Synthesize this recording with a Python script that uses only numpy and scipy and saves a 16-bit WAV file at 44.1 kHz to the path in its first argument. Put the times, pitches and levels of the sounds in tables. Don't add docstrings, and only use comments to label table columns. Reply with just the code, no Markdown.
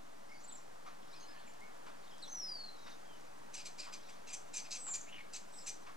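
import sys
import numpy as np
from scipy import signal
from scipy.fft import rfft, irfft
from scipy.io import wavfile
from scipy.ndimage import uniform_filter1d

SR = 44100
rng = np.random.default_rng(int(sys.argv[2]) if len(sys.argv) > 2 else 0)


def digitize_waveform(pressure):
    field = np.atleast_2d(pressure).T
    bounded = np.clip(field, -1, 1)
    quanta = np.round(bounded * 32767).astype(np.int16)
    wavfile.write(sys.argv[1], SR, quanta)


N = 262836
T = np.arange(N) / SR
FREQS = np.maximum(np.arange(N // 2 + 1) * SR / N, 1)


def from_db(db):
    return 10 ** (np.asarray(db) / 20)


def unit_power(x):
    return x / np.sqrt(np.mean(x ** 2) + 1e-20)


def over_hz(rows):
    hz, *columns = np.transpose(rows)
    return [np.interp(np.log(FREQS), np.log(hz), column) for column in columns]


def colour(x, spectrum):
    return irfft(rfft(x) * from_db(over_hz(spectrum)[0]), N)


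def drift(rate_hz):
    return unit_power(irfft(rfft(rng.standard_normal(N)) / (1 + (FREQS / rate_hz) ** 4), N))


def wobble(hz, unevenness, drift_hz):
    return np.sin(2 * np.pi * np.cumsum(hz * (1 + unevenness * drift(drift_hz))) / SR)


def resonate(x, hz, width_hz):
    r = np.exp(-np.pi * width_hz / SR)
    section = [(1 - r * r) / 2, 0, (r * r - 1) / 2, 1, -2 * r * np.cos(2 * np.pi * hz / SR), r * r]
    return signal.sosfilt([section, section], x + 1e-18)


def burst(start, length, rise, fall):
    swell = (1 + np.tanh(2 * (T - start) / rise)) / 2
    return swell * np.exp(-np.clip((T - start - length) / fall, 0, 20))


def slur(start, length, from_hz, to_hz, bow_hz, db, crescendo_db=0, taper_db=7):
    progress = np.linspace(0, 1, 17)
    arch = 1 - (2 * progress - 1) ** 2
    hz = from_hz + (to_hz - from_hz) * progress + bow_hz * arch
    level_db = db + crescendo_db * (progress - .5) - taper_db * (1 - arch)
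    return np.transpose([start + length * progress, hz, level_db])


def sing(notes, octave_db, waver, flutter_db, buzz_hz=170, buzz_depth=0, edge_s=0.004):
    swing = wobble(buzz_hz, unevenness=0.11, drift_hz=51.1)
    bend = 1 + waver * drift(262) + buzz_depth * swing
    flutter = flutter_db * drift(55)
    out = np.zeros(N)
    for note in notes:
        times, hz, db = np.transpose(note)
        on = (T > times[0] - edge_s) & (T < times[-1] + edge_s)
        t = T[on]
        phase = 2 * np.pi * np.cumsum(np.interp(t, times, hz) * bend[on]) / SR
        tone = np.sin(phase) + from_db(octave_db) * np.sin(2 * phase)
        inside_s = np.minimum(t - times[0], times[-1] - t)
        fade = np.sin(np.pi / 2 * np.clip(inside_s / (2 * edge_s) + .5, 0, 1)) ** 2
        out[on] += np.sqrt(2) * fade * from_db(np.interp(t, times, db) + flutter[on]) * tone
    return out


def town(gain_db=1.0, hum_hz=201, hum_db=-21):
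    # (frequency [Hz], relative level [dB])
    spectrum = [(20, -5.5), (45, -7.5), (70, -6.5), (125, -2.5), (250, -2), (370, -4.5), (760, 0.5),
                (1100, -1), (1550, -4.5), (2700, -11), (4500, -14), (7000, -14), (10000, -20),
                (15500, -28.5)]
    # (time [s], level before gain_db [dB])
    loudness = [(0.3, -63.5), (1.7, -62), (5.96, -62.5)]
    # (frequency [Hz], gain [dB])
    ear_difference = [(30, -14), (80, -12), (250, 0.5), (1000, -4), (3000, -3.5), (6000, -4.5), (14000, -3)]
    mid, side = (unit_power(colour(rng.standard_normal(N), spectrum)) for _ in range(2))
    hum = from_db(hum_db) * unit_power(resonate(rng.standard_normal(N), hum_hz, width_hz=14.0))
    level = from_db(np.interp(T, *np.transpose(loudness)) + gain_db)
    return level * (mid + hum + colour(side, ear_difference) * [[1], [-1]])


def ticks(first_s=.862, every_s=1.0004, level_db=-56.5):
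    # (frequency [Hz], relative level [dB])
    spectrum = [(300, -19), (700, -6.5), (1150, 3), (1600, -4.5), (2800, -9.5), (6000, -15.5), (12000, -39)]
    knocks = sum(burst(s, length=0.022, rise=0.0053, fall=0.04) for s in np.arange(first_s, T[-1], every_s))
    return from_db(level_db) * knocks * unit_power(colour(rng.standard_normal(N), spectrum))


def rooftops(x, echo_db, decay_s, gap_s=0.0041, stereo_width=0.38):
    # (delay [s], gain [dB])
    walls = [(0.073, -24.5), (0.141, -25)]
    t = T[:SR]
    bounces = rng.standard_normal((2, SR)) * (rng.random((2, SR)) < .06)
    mid, side = bounces * from_db(-60 * t / decay_s) * np.clip(t / gap_s - 1, 0, 1)
    echoes = from_db(echo_db) * (mid + stereo_width * side * [[1], [-1]]) / np.sqrt(np.sum(mid ** 2))
    for delay, db in walls:
        echoes[:, round(delay * SR)] += from_db(db)
    return x + signal.fftconvolve(x[None], echoes, axes=1)[:, :N]


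def flock(count=420, note_s=0.0245, pitch_spread=.3, sweep=0.1003, idle_db=-77):
    # (start [s], length [s], relative level [dB], middle pitch [Hz])
    bouts = [(0.273, 0.29, -70.5, 4900), (1.019, 0.21, -70, 4330), (1.29, 0.11, -65.5, 3410),
             (2.038, 0.272, -67.5, 4540), (2.78, .15, -65, 5050), (3.1, 0.17, -78, 5410),
             (3.98, 0.15, -64.5, 4300), (5.53, 0.11, -62.5, 4470)]
    start, held, _, middle_hz = np.transpose(bouts)
    notes = []
    for i, (when, pitch, slope, size) in enumerate(rng.random((count, 4))):
        s = (i + when) / count * T[-1]
        hz = np.interp(s, start + held / 2, middle_hz) * np.exp(pitch_spread * (2 * pitch - 1))
        slide = 1 + sweep * (2 * slope - 1)
        half_s = note_s * (size + .5) / 2
        notes.append([(s, hz * slide, -8), (s + half_s, hz, 0), (s + 2 * half_s, hz / slide, -8)])
    twitter = sing(notes, octave_db=-17, waver=0.061, flutter_db=3.5)
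    swells = sum(from_db(db) * burst(s, length, rise=.05, fall=0.03) for s, length, db, _ in bouts)
    return unit_power(twitter) * (from_db(idle_db) + swells)


def far_answers():
    # (start [s], length [s], from [Hz], to [Hz], bow [Hz], relative level [dB])
    notes = [(.292, 0.055, 2080, 2244, 3, -63), (.335, .06, 4730, 4660, 0, -72),
             (.40, .025, 6970, 6500, 0, -71), (.485, .045, 4390, 3030, -200, -70.5),
             (1.135, 0.028, 2380, 2500, 60, -66), (1.149, 0.035, 5500, 4550, 0, -63),
             (1.199, 0.023, 6250, 6360, 50, -62.5), (1.207, .04, 4370, 4150, 0, -64.5),
             (1.274, 0.03, 4750, 5050, 170, -62.5), (1.467, .022, 7500, 7040, 0, -67.5),
             (1.611, 0.047, 2060, 2204, 70, -59), (2.114, .014, 3330, 2990, 0, -60.5),
             (2.137, 0.011, 3160, 3470, 0, -62), (3.051, 0.12, 3340, 2920, 0, -71)]
    return sing([slur(*row, taper_db=3) for row in notes], octave_db=-21, waver=0.015, flutter_db=2.5)


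def beak_clicks(gain_db=-3, ring_hz=6300, width_hz=4500):
    # (time [s], peak before gain_db [dB])
    hits = [(1.5379, -47), (1.6077, -45), (1.746, -48), (2.1826, -43), (3.2101, -46)]
    clicks = np.zeros(N)
    for s, db in hits:
        clicks[round(s * SR)] = from_db(db + gain_db)
    snaps = resonate(clicks, ring_hz, width_hz)
    return snaps * clicks.max() / np.abs(snaps).max()


def hoarse_calls(gain_db=-1.5, throb_hz=60, throb_db=3.0, grit_db=-6):
    # (start [s], length [s], from [Hz], to [Hz], bow [Hz], level before gain_db [dB])
    calls = [(1.27, 0.19, 1700, 1750, 0, -71), (1.455, .03, 2600, 2350, 0, -69.5),
             (5.069, .108, 2135, 2643, 580, -59), (5.182, .034, 2420, 2157, 2, -56.5)]
    notes = [slur(*row, taper_db=0.5) for row in calls]
    tone = sing(notes, octave_db=-19, waver=0.045, flutter_db=4.5, buzz_hz=330, buzz_depth=0.061)
    tone *= from_db(throb_db * wobble(throb_hz, unevenness=0.21, drift_hz=31))
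    loudness = np.sqrt(uniform_filter1d(tone ** 2, size=200) + 1e-16)
    grit = unit_power(resonate(rng.standard_normal(N), hz=2200, width_hz=1700))
    return from_db(gain_db) * (tone + from_db(grit_db) * loudness * grit)


def squeaks():
    # (start [s], length [s], from [Hz], to [Hz], bow [Hz], level [dB])
    notes = [(1.125, .025, 3620, 4370, 170, -57.5), (2.222, 0.026, 4450, 3620, -40, -48),
             (2.25, .034, 3500, 3380, -40, -61.5)]
    return sing([slur(*row, taper_db=10) for row in notes], octave_db=-12.5, waver=0.031, flutter_db=1.5)


def chirps():
    # (start [s], length [s], from [Hz], to [Hz], bow [Hz], level [dB])
    notes = [(0.438, 0.02, 7850, 6950, -130, -55.5), (0.48, 0.025, 8350, 7800, -190, -53.5),
             (.521, 0.015, 7130, 7650, -140, -48.5), (0.55, 0.0163, 7650, 6850, 100, -52),
             (.567, 0.027, 6800, 5700, -400, -65), (5.011, .008, 6000, 6950, 0, -48)]
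    return sing([slur(*row, taper_db=8.5) for row in notes], octave_db=-36, waver=0.004, flutter_db=2.0)


def trills():
    # (start [s], length [s], from [Hz], to [Hz], bow [Hz], level [dB], growth in level [dB])
    calls = [(4.78, .085, 8100, 7780, -84, -51, 6), (4.865, .107, 7550, 6940, 22, -43, 1),
             (5.524, 0.14, 7940, 7020, 231, -59.5, -2)]
    notes = [slur(*row, taper_db=4.5) for row in calls]
    return sing(notes, octave_db=-51, waver=0.011, flutter_db=1.0, buzz_hz=196.5, buzz_depth=0.034)


def whistle(peak_s=2.468, peak_db=-45.5, swell_db_per_s=42, fade_db_per_s=39):
    # (time [s], pitch [Hz])
    pitch_path = [(2.277, 5630), (2.297, 6200), (2.313, 6340), (2.353, 5940), (2.393, 5770), (2.448, 5125),
                  (2.50, 4916), (2.61, 4370), (2.696, 4124)]
    times = np.arange(pitch_path[0][0], pitch_path[-1][0], .002)
    hz = np.interp(times, *np.transpose(pitch_path))
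    past_peak_s = times - peak_s
    db = peak_db + np.minimum(swell_db_per_s * past_peak_s, -fade_db_per_s * past_peak_s)
    db -= 8 * np.exp(-(times - times[0]) / 0.013)
    thread = slur(times[-1], length=.25, from_hz=hz[-1], to_hz=3670, bow_hz=-89.5,
                  db=-69, crescendo_db=-2, taper_db=1)
    return sing([np.transpose([times, hz, db]), thread], octave_db=-27.5, waver=0.0051, flutter_db=3.5)


def rasps(jitter=.032, sag_per_s=3.4, hiss_db=3, flap_hz=200, flap_db=1.0, beak_db=5.0, rise_s=.010):
    # (start [s], length [s], level [dB], high ringing compared with middle ringing [dB])
    calls = [(3.539, .017, -53.5, 6.5), (3.560, 0.053, -54, -2), (3.654, .017, -50, 1.5),
             (3.782, .008, -52.5, -2), (3.794, .012, -45.5, -4), (3.813, 0.045, -56, -4.5),
             (3.927, .021, -51.5, 1.5), (4.089, 0.014, -59.5, 0), (4.272, .046, -57.5, 1.5),
             (4.330, .018, -53, 9.5), (4.536, .024, -51.5, 5), (4.563, .016, -51.5, 12),
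             (4.579, .021, -48.5, -7), (4.648, .02, -59, -12), (4.710, .019, -44, -1),
             (4.729, .043, -53, 5.5), (4.875, .018, -59.5, -5), (4.936, 0.023, -50.5, 7.5),
             (5.333, .035, -50.5, 2.5), (5.665, .033, -50.5, 7)]
    # (pitch [Hz], width [Hz], weight [dB])
    throat = [
        [(2524, 1370, 0)],
        [(4310, 450, -0.5), (4860, 860, 4)],
        [(6150, 1060, 10), (7220, 1350, 7), (9100, 7100, -21.5)],
    ]
    start, length, level_db, bright_db = np.transpose(calls)
    current = np.maximum(np.searchsorted(start, T + rise_s / 2) - 1, 0)
    age_s = np.clip(T - start[current], 0, .1)
    start_hz = 1150.6 + 5200 * length
    pitch_hz = start_hz[current] * np.exp(jitter * drift(110.0) - sag_per_s * age_s)
    phase = 2 * np.pi * np.cumsum(pitch_hz) / SR
    tone = unit_power(sum(np.cos(k * phase) for k in range(1, 13)))
    hiss = unit_power(rng.standard_normal(N) * (1 + np.cos(phase)))
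    flaps = from_db(flap_db * wobble(flap_hz, unevenness=.3, drift_hz=80.4))
    source = (tone + from_db(hiss_db) * hiss) * flaps
    power_shapes = np.array([burst(s, held, rise_s, fall=0.0076) ** 2 for s, held in zip(start, length)])
    effort_db = level_db + np.maximum(bright_db, 0)
    low_db = -56.5 + 0.34 * (effort_db - effort_db.mean())
    out = np.zeros(N)
    for group, group_db in zip(throat, (low_db, level_db, level_db + bright_db)):
        voice = sum(from_db(db + beak_db * drift(55)) * resonate(source, hz, width)
                    for hz, width, db in group)
        voice /= np.sqrt(uniform_filter1d(voice ** 2, size=500) + 1e-12)
        out += voice * np.sqrt(from_db(group_db) ** 2 @ power_shapes)
    return out


def scene():
    # (frequency [Hz], gain [dB])
    air = [(9000, 0), (12000, -3.5), (15500, -30)]
    near = chirps() + squeaks() + trills() + whistle() + hoarse_calls() + rasps() + beak_clicks()
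    far = from_db(-0.5) * far_answers() + from_db(-5) * flock()
    birds = rooftops(near, echo_db=-7.5, decay_s=0.3) + rooftops(far, echo_db=-2.5, decay_s=0.25)
    return colour(birds, air) + ticks() + town()


def record(dry, offset=-.003, cutoff_hz=15650):
    # (frequency [Hz], level compared with the centre [dB], lag [radians])
    microphone_pair = [(25, -8, 0.61), (59, -14, 0.77), (126, -2, 0.44), (292, 11.5, 0.95),
                       (710, 6.5, 1.55), (1330, 0.5, 1.59), (2780, -5.5, 1.5), (5600, -10, 1.4),
                       (12000, -11, 1.5)]
    side_db, lag = over_hz(microphone_pair)
    side = rfft(dry.mean(axis=0)) * from_db(side_db) * np.exp(-1j * lag)
    treble_cut = 1 / np.sqrt(1 + (FREQS / cutoff_hz) ** 300)
    return irfft((rfft(dry) + side * [[1], [-1]]) * treble_cut, N) + offset


dry = scene()
out = record(dry)
digitize_waveform(out)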